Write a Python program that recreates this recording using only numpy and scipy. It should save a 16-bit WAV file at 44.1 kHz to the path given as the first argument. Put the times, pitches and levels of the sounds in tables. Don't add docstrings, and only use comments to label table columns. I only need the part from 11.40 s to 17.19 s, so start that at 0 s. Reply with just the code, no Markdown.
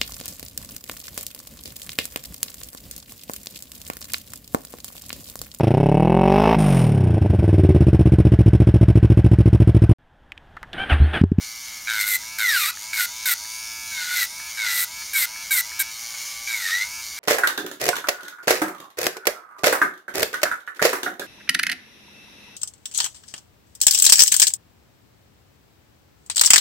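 import sys
import numpy as np
from scipy import signal
from scipy.fft import rfft, irfft, next_fast_len
from scipy.io import wavfile
from scipy.ndimage import uniform_filter1d, map_coordinates

SR = 44100
rng = np.random.default_rng(int(sys.argv[2]) if len(sys.argv) > 2 else 0)


def store_wav(level_fs):
    pcm = np.round(np.clip(np.atleast_2d(level_fs), -1, 1) * 32767)
    wavfile.write(sys.argv[1], SR, pcm.T.astype(np.int16))


N = 255339


def amp(db):
    return 10 ** (np.asarray(db) / 20)


def unit_rms(x):
    return x / np.sqrt(np.mean(x ** 2) + 1e-20)


def curve(rows, column):
    rows = np.array(sorted(row[:column + 1] for row in rows))
    return np.interp(np.arange(N) / SR, rows[:, 0], rows[:, column])


def wobble(rate_hz):
    knots = rng.standard_normal(int(N * rate_hz / SR) + 4)
    return map_coordinates(knots, [np.arange(N) * rate_hz / SR])


def coloured(x, spectrum):
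    hz, db = np.transpose(spectrum)
    gain = amp(np.interp(np.log(np.fft.rfftfreq(4096, 1 / SR) + 1), np.log(hz + 1), db))
    cepstrum = irfft(np.log(gain + 1e-6))
    cepstrum[1:2048] *= 2
    cepstrum[2049:] = 0
    impulse = irfft(np.exp(rfft(cepstrum)))
    size = next_fast_len(N + 8192)
    return irfft(rfft(x, size) * rfft(impulse, size), size)[:N]


FULL_SPEED_HZ, SPIN_UP_TAU_S = 114, .095
# time in seconds, shaft rate in Hz.
BRAKED_SPEED = [
    [(0, 114.2), (.47, 114.4), (.54, 108.5), (.62, 103.5), (.67, 105.2), (.76, 100.8)],
    [(.98, 113), (1.06, 101.5), (1.1, 94), (1.18, 70), (1.22, 61), (1.255, 58), (1.29, 66), (1.35, 94.4)],
    [(1.53, 112.6), (1.58, 108.3), (1.62, 101.5), (1.64, 100.4)],
    [(1.85, 112), (1.925, 97.5)],
    [(2.52, 112.6), (2.63, 103.8), (2.74, 104.6), (2.83, 97.5), (2.85, 97.7)],
    [(3.17, 114.8), (3.23, 108.5), (3.295, 99.3), (3.43, 99.2)],
    [(3.74, 115.4), (3.84, 101)],
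    [(4.105, 115), (4.19, 99.9), (4.21, 100.2)],
    [(4.39, 113.7), (4.44, 111.9)],
    [(5.08, 116), (5.14, 111.5), (5.24, 94.5), (5.29, 89), (5.37, 98.5), (5.45, 105.9)],
    [(5.77, 115.4), (5.79, 115.2)],
]
def shaft():
    t = np.arange(N) / SR
    speed_hz = curve(sum(BRAKED_SPEED, []), column=1)
    for before, after in zip(BRAKED_SPEED, BRAKED_SPEED[1:]):
        (freed_s, slow_hz), (touch_s, fast_hz) = before[-1], after[0]
        gap = (t > freed_s) & (t < touch_s)
        rise = np.expm1((freed_s - t[gap]) / SPIN_UP_TAU_S)
        rise /= np.expm1((freed_s - touch_s) / SPIN_UP_TAU_S)
        speed_hz[gap] = slow_hz + (fast_hz - slow_hz) * rise
    speed_hz = uniform_filter1d(speed_hz, size=441)
    return speed_hz, 2 * np.pi * np.cumsum(speed_hz) / SR


# level in dB below full speed, level in dB at it.
HUM_ORDERS = [(-93, -70), (-64.0, -70.5), (-67.5, -63), (-57, -63.5), (-49.5, -59), (-64, -60.5),
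              (-57.5, -66), (-55.5, -69), (-62.5, -62.5), (-57.5, -68), (-51.5, -60.5), (-66, -78),
              (-83, -82), (-62, -54), (-52.5, -48.5), (-41.5, -52.5), (-46, -69), (-65.5, -69), (-52, -70),
              (-50, -79), (-56, -94), (-86, -79), (-84, -64), (-68, -85), (-88, -79), (-66, -95)]
# frequency in Hz, relative level in dB.
WHIRR_SPECTRUM = [(350, -58), (600, -25.5), (810, -15.5), (1950, -13), (2230, 1), (2550, -15.5), (3300, -8),
                  (4290, -45), (7260, -120)]
def motor_hum(speed_hz, angle):
    at_full = np.clip((speed_hz - FULL_SPEED_HZ) / .42 + .5, 0, 1)
    orders = np.zeros(N)
    for order, (slow_db, full_db) in enumerate(HUM_ORDERS, 5):
        sway_db = (.7 + at_full) * wobble(14)
        gain = (1 - at_full) * amp(slow_db) + at_full * amp(full_db)
        gain *= (speed_hz / FULL_SPEED_HZ) ** (.8 * order)
        phase = order * angle + rng.uniform(0, 2 * np.pi) + (.15 + .45 * at_full) * wobble(20)
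        orders += gain * amp(sway_db) * np.sin(phase)
    whirr_db = -53.5 + 6.4 * at_full + 3.4 * wobble(9)
    whirr = amp(whirr_db) * unit_rms(coloured(rng.standard_normal(N), WHIRR_SPECTRUM))
    return np.sqrt(2) * orders + whirr


def wear(turns, renewal_hz):
    age = np.cumsum(renewal_hz) / SR
    marks = rng.standard_normal((int(age[-1]) + 4, 360))
    return unit_rms(map_coordinates(marks, [age, turns % 1 * 360], mode="grid-wrap"))


# position as a share of the turn, relative level in dB.
COMMUTATOR_TICKS = [(0, -2.5), (.27, 3.5), (.51, 3), (0.713, -3.5), (0.799, -11)]
# time in seconds, level in dB before a fixed lift.
BRUSH_LEVELS = [(0, -39.5), (.45, -41), (.8, -39.5), (2.0, -39), (2.5, -38.5), (4.25, -39.5), (5.05, -37.5),
                (5.5, -38.5), (5.79, -38)]
# frequency in Hz, relative gain in dB.
HOUSING_RESPONSE = [(1710, -36.5), (2900, -12), (3250, -17), (3510, -9.5), (4070, -12), (4400, -5.5),
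                    (5030, -7), (6090, -3), (7220, -7.5), (7740, -17), (9640, -9.5), (10600, -18.5),
                    (11700, -14), (13200, -14.5), (15700, -18)]
def brushes(speed_hz, angle, lift_db=4, db_per_hz=.06, sway_db=.8):
    turns = angle / (2 * np.pi)
    whole_turns = np.arange(1, int(turns[-1]) - 1)
    ticks = np.zeros(N + 1)
    for share, db in COMMUTATOR_TICKS:
        jitter, strength = rng.standard_normal((len(whole_turns), 2)).T
        position = np.interp(whole_turns + share, turns, np.arange(N)) + .8 * jitter
        sample, fraction = position.astype(int), position % 1
        gain = amp(db + 1.3 * strength + 1.5 * wobble(5)[sample])
        ticks += np.bincount(sample, gain * (1 - fraction), N + 1)
        ticks += np.bincount(sample + 1, gain * fraction, N + 1)
    decay = np.exp(-np.arange(400) / (.0012 * SR))
    rub_envelope = unit_rms(np.convolve(ticks, decay)[:N]) + .7
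    copper = wear(turns, renewal_hz=np.where(speed_hz > FULL_SPEED_HZ, 24, 7))
    sparks = .8 * rng.standard_normal(N)
    source = .55 * unit_rms(ticks[:N]) + unit_rms(rub_envelope * (copper + sparks))
    level_db = curve(BRUSH_LEVELS, column=1) + lift_db + db_per_hz * (speed_hz - FULL_SPEED_HZ)
    return amp(level_db + sway_db * wobble(12)) * unit_rms(coloured(source, HOUSING_RESPONSE))


# frequency in Hz, gain in dB.
WALL_RESPONSE = [(500, 6), (4000, -2), (12000, -12)]
def walls(x, t60_s=.2):
    t = np.arange(SR // 4) / SR
    tail = unit_rms(rng.standard_normal(len(t)) * amp(-60 * t / t60_s)) / np.sqrt(len(t))
    return coloured(signal.fftconvolve(x, tail)[:N], WALL_RESPONSE)


# frequency in Hz, relative level in dB.
ROOM_SPECTRUM = [(12, -44), (20, -26), (59, 3), (155, -7), (202, -5), (487, -15.5), (560, -22), (730, -20),
                 (1230, -120)]
def room_tone(level_db=-60.5):
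    return amp(level_db + .7 * wobble(5.17)) * unit_rms(coloured(rng.standard_normal(N), ROOM_SPECTRUM))


LAND_S, LIFT_S = .006, .008
# time in seconds, flute drive in dB,
# fine over coarse flutes in dB, rasp drive in dB.
NAIL_STROKES = [
    [(0.472, -28.5, 3, -38), (0.498, -23, -11, -28), (0.522, -29.5, -10, -31), (0.544, -21.5, -16, -28),
     (0.584, -24.5, 0, -31.5), (0.61, -21, 20, -24), (0.656, -29, 2, -35), (0.678, -26.5, 5, -27.5),
     (0.758, -18.5, 22, -30.5), (0.77, -32, 10, -37)],
    [(0.985, -25.5, -12, -26), (1.047, -20.5, 10, -30), (1.095, -17.5, 18.5, -27.5), (1.2, -24.5, 25, -24),
     (1.266, -35, 15, -24.5), (1.288, -29.5, 17, -27), (1.31, -34, -2, -30)],
    [(1.532, -26.5, 5, -32), (1.568, -32.5, 18, -29.5), (1.598, -20, -11, -25), (1.63, -27, 4, -27),
     (1.66, -33, -2, -30.5)],
    [(1.857, -26.5, 1, -25), (1.889, -24, -3, -26), (1.921, -27, 5, -24.5), (1.94, -31, -4, -27)],
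    [(2.515, -36.5, 3, -44), (2.581, -31, 8, -35), (2.621, -30, -6, -29), (2.66, -34, -5, -32.5),
     (2.735, -29, -8, -28), (2.784, -24, 12, -24.5), (2.824, -24, 13, -25.5), (2.858, -40, -2, -32)],
    [(3.173, -35, -6, -36), (3.229, -29.5, 11, -31), (3.247, -30, -5, -28.5), (3.281, -22, 10, -27),
     (3.31, -28, 4, -26.5), (3.406, -31, 13, -26), (3.447, -31.5, 0, -31)],
    [(3.734, -30, 2, -33.5), (3.78, -24, 9.5, -26), (3.8, -31, 7, -26), (3.83, -21.5, 20, -24.5),
     (3.856, -32, 1, -31)],
    [(4.108, -27, -4, -32), (4.134, -24, 17, -26.5), (4.156, -27, 3, -29.5), (4.178, -19.5, 26, -25.5),
     (4.211, -21.5, 9, -27.5)],
    [(4.394, -35, -0.5, -32), (4.402, -25, -1, -28), (4.425, -26, 1, -30.5)],
    [(5.074, -28.5, 11, -37), (5.12, -32.5, 3, -33), (5.146, -28.5, 20, -34.5), (5.2, -35, 5, -32),
     (5.264, -25, 24, -30), (5.298, -29.5, 5, -28), (5.329, -22.5, 20, -30.5), (5.425, -23, 19, -32),
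     (5.47, -40, 8, -41)],
    [(5.775, -41, 0, -37), (5.789, -43, 2.5, -33)],
]
def stroke_curve(column):
    landings = [(rows[0][0] - LAND_S, -90, rows[0][2], -90) for rows in NAIL_STROKES]
    lifts = [(rows[-1][0] + LIFT_S, -90, rows[-1][2], -90) for rows in NAIL_STROKES]
    return curve(sum(NAIL_STROKES, []) + landings + lifts, column)


def flutes(speed_hz, angle):
    drive, fine_ratio = amp(stroke_curve(column=1)), amp(stroke_curve(column=2))
    coarse_gain = drive / np.hypot(1, fine_ratio)
    fine_gain = coarse_gain * fine_ratio
    fine_phase = 20 * angle + .48 * wobble(120)
    coarse_phase = 14 * angle + .45 * wobble(120)
    harshness = amp(-16 + .28 * (FULL_SPEED_HZ - speed_hz) + 3.1 * wobble(80))
    overtones = np.sin(2 * fine_phase + .9 * wobble(200)) + .8 * np.sin(3 * fine_phase)
    tones = fine_gain * (np.sin(fine_phase) + harshness * overtones)
    tones += coarse_gain * (np.sin(coarse_phase) + amp(-6) * np.sin(2 * coarse_phase))
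    sum_gain = np.sqrt(fine_gain * coarse_gain) * amp(-6 + 3 * wobble(60))
    tones += sum_gain * np.sin(fine_phase + coarse_phase + .6 * wobble(150))
    return tones, fine_phase


# dust over rasp drive in dB at the start, the same at the end,
# landing bounce from 0 to 1, its time constant in seconds.
STROKE_GRIP = [(-9.5, 9, 0.79, 0.13), (-2, -1, 0.6, 0.043), (-2, 2.5, 0.8, 0.028), (3, 4, 0.1, .04),
               (-14, 0.5, 0.17, 0.25), (-14.5, 7, .25, .1), (5.5, 4, 0.2, 0.027), (9, 5.5, 0, .05),
               (10.5, 6.5, 0, .05), (-3, -10, 0.2, 0.72), (-6, -3, 0, .05)]
def grip():
    t, dust_db, bounce = np.arange(N) / SR, np.zeros(N), np.zeros(N)
    for rows, (start_db, end_db, landing_bounce, settle_s) in zip(NAIL_STROKES, STROKE_GRIP):
        start_s, end_s = rows[0][0], rows[-1][0]
        landed = t > start_s - LAND_S
        dust_db[landed] = np.interp(t[landed], [start_s, end_s], [start_db, end_db])
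        bounce[landed] = landing_bounce * np.exp((start_s - t[landed]) / settle_s)
    return dust_db, bounce


def runout(angle, bounce):
    depth = .12 + 2.4 * np.clip(bounce, 0, 1)
    starts = np.array([round(rows[0][0] * SR) for rows in NAIL_STROKES])
    stroke_index = np.maximum(np.searchsorted(starts, np.arange(N)) - 1, 0)
    phase = angle - angle[starts][stroke_index] - 1.2 + .097 * wobble(33)
    return np.exp(depth * np.cos(phase)) / np.sqrt(np.i0(2 * depth))


def chips(bite, spectrum, flicker_db):
    bursts = bite * amp(flicker_db * wobble(400)) * rng.standard_normal(N)
    return unit_rms(coloured(bursts, spectrum))


# frequency in Hz, relative level in dB.
RASP_SPECTRUM = [(290, -73), (500, -39.5), (904, -27), (1130, -24.5), (1440, -13.5), (1780, -13),
                 (2030, -6.5), (3100, -17.5), (3500, -10), (4000, -7.5), (4700, -11.5), (8500, -17.5),
                 (11000, -26), (18700, -120)]
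DUST_SPECTRUM = [(4120, -39.5), (7000, -9.5), (8460, -4), (11000, -9), (11600, -3.5), (12900, 0),
                 (15700, -11.5)]
# frequency in Hz, gain in dB.
NAIL_RESPONSE = [(500, -21), (1100, -2.5), (2000, -0.5), (2500, 1.5), (3150, -12.5), (3750, 4), (4400, -6),
                 (5800, 1), (9000, -18)]
def grinding(speed_hz, angle):
    tones, fine_phase = flutes(speed_hz, angle)
    dust_db, bounce = grip()
    contact = runout(angle, bounce)
    bite = (1 + .4 * np.sin(fine_phase)) * contact ** .35
    rasp_db = stroke_curve(column=3)
    rasp = amp(rasp_db - 1.05) * chips(bite, RASP_SPECTRUM, flicker_db=2)
    dust = amp(rasp_db + dust_db - .36) * chips(bite, DUST_SPECTRUM, flicker_db=1.36)
    singing = np.sqrt(2) * tones * contact * amp(-2.2 + 2.2 * wobble(70))
    return coloured(singing, NAIL_RESPONSE) + rasp + dust


# start in seconds, level in dB before a fixed lift.
HANDPIECE_TAPS = [(0.835, -35), (1.372, -30), (2.0507, -35), (2.9997, -31), (3.621, -36), (3.9608, -33),
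                  (4.3172, -30)]
def taps(lift_db=10, attack_s=.00068, t60_s=.0082):
    out, t = np.zeros(N + 2000), np.arange(2000) / SR
    modes = np.sin(2 * np.pi * 1700 * t) + .5 * np.sin(2 * np.pi * 1350 * t)
    envelope = (1 - np.exp(-t / attack_s)) * amp(-60 * t / t60_s)
    for start_s, db in HANDPIECE_TAPS:
        out[round(start_s * SR):][:len(t)] += amp(db + lift_db) * envelope * modes
    return out[:N]


def scene():
    speed_hz, angle = shaft()
    drill = motor_hum(speed_hz, angle) + brushes(speed_hz, angle) + grinding(speed_hz, angle) + taps()
    return np.tile(drill + amp(-10) * walls(drill) + room_tone(), (2, 1))


TOP_HZ = 15800
def record(dry):
    size = next_fast_len(N + 4096)
    passband = np.fft.rfftfreq(size, 1 / SR) < TOP_HZ
    return irfft(rfft(dry, size) * passband, size)[:, :N]


dry = scene()
out = record(dry)
store_wav(out)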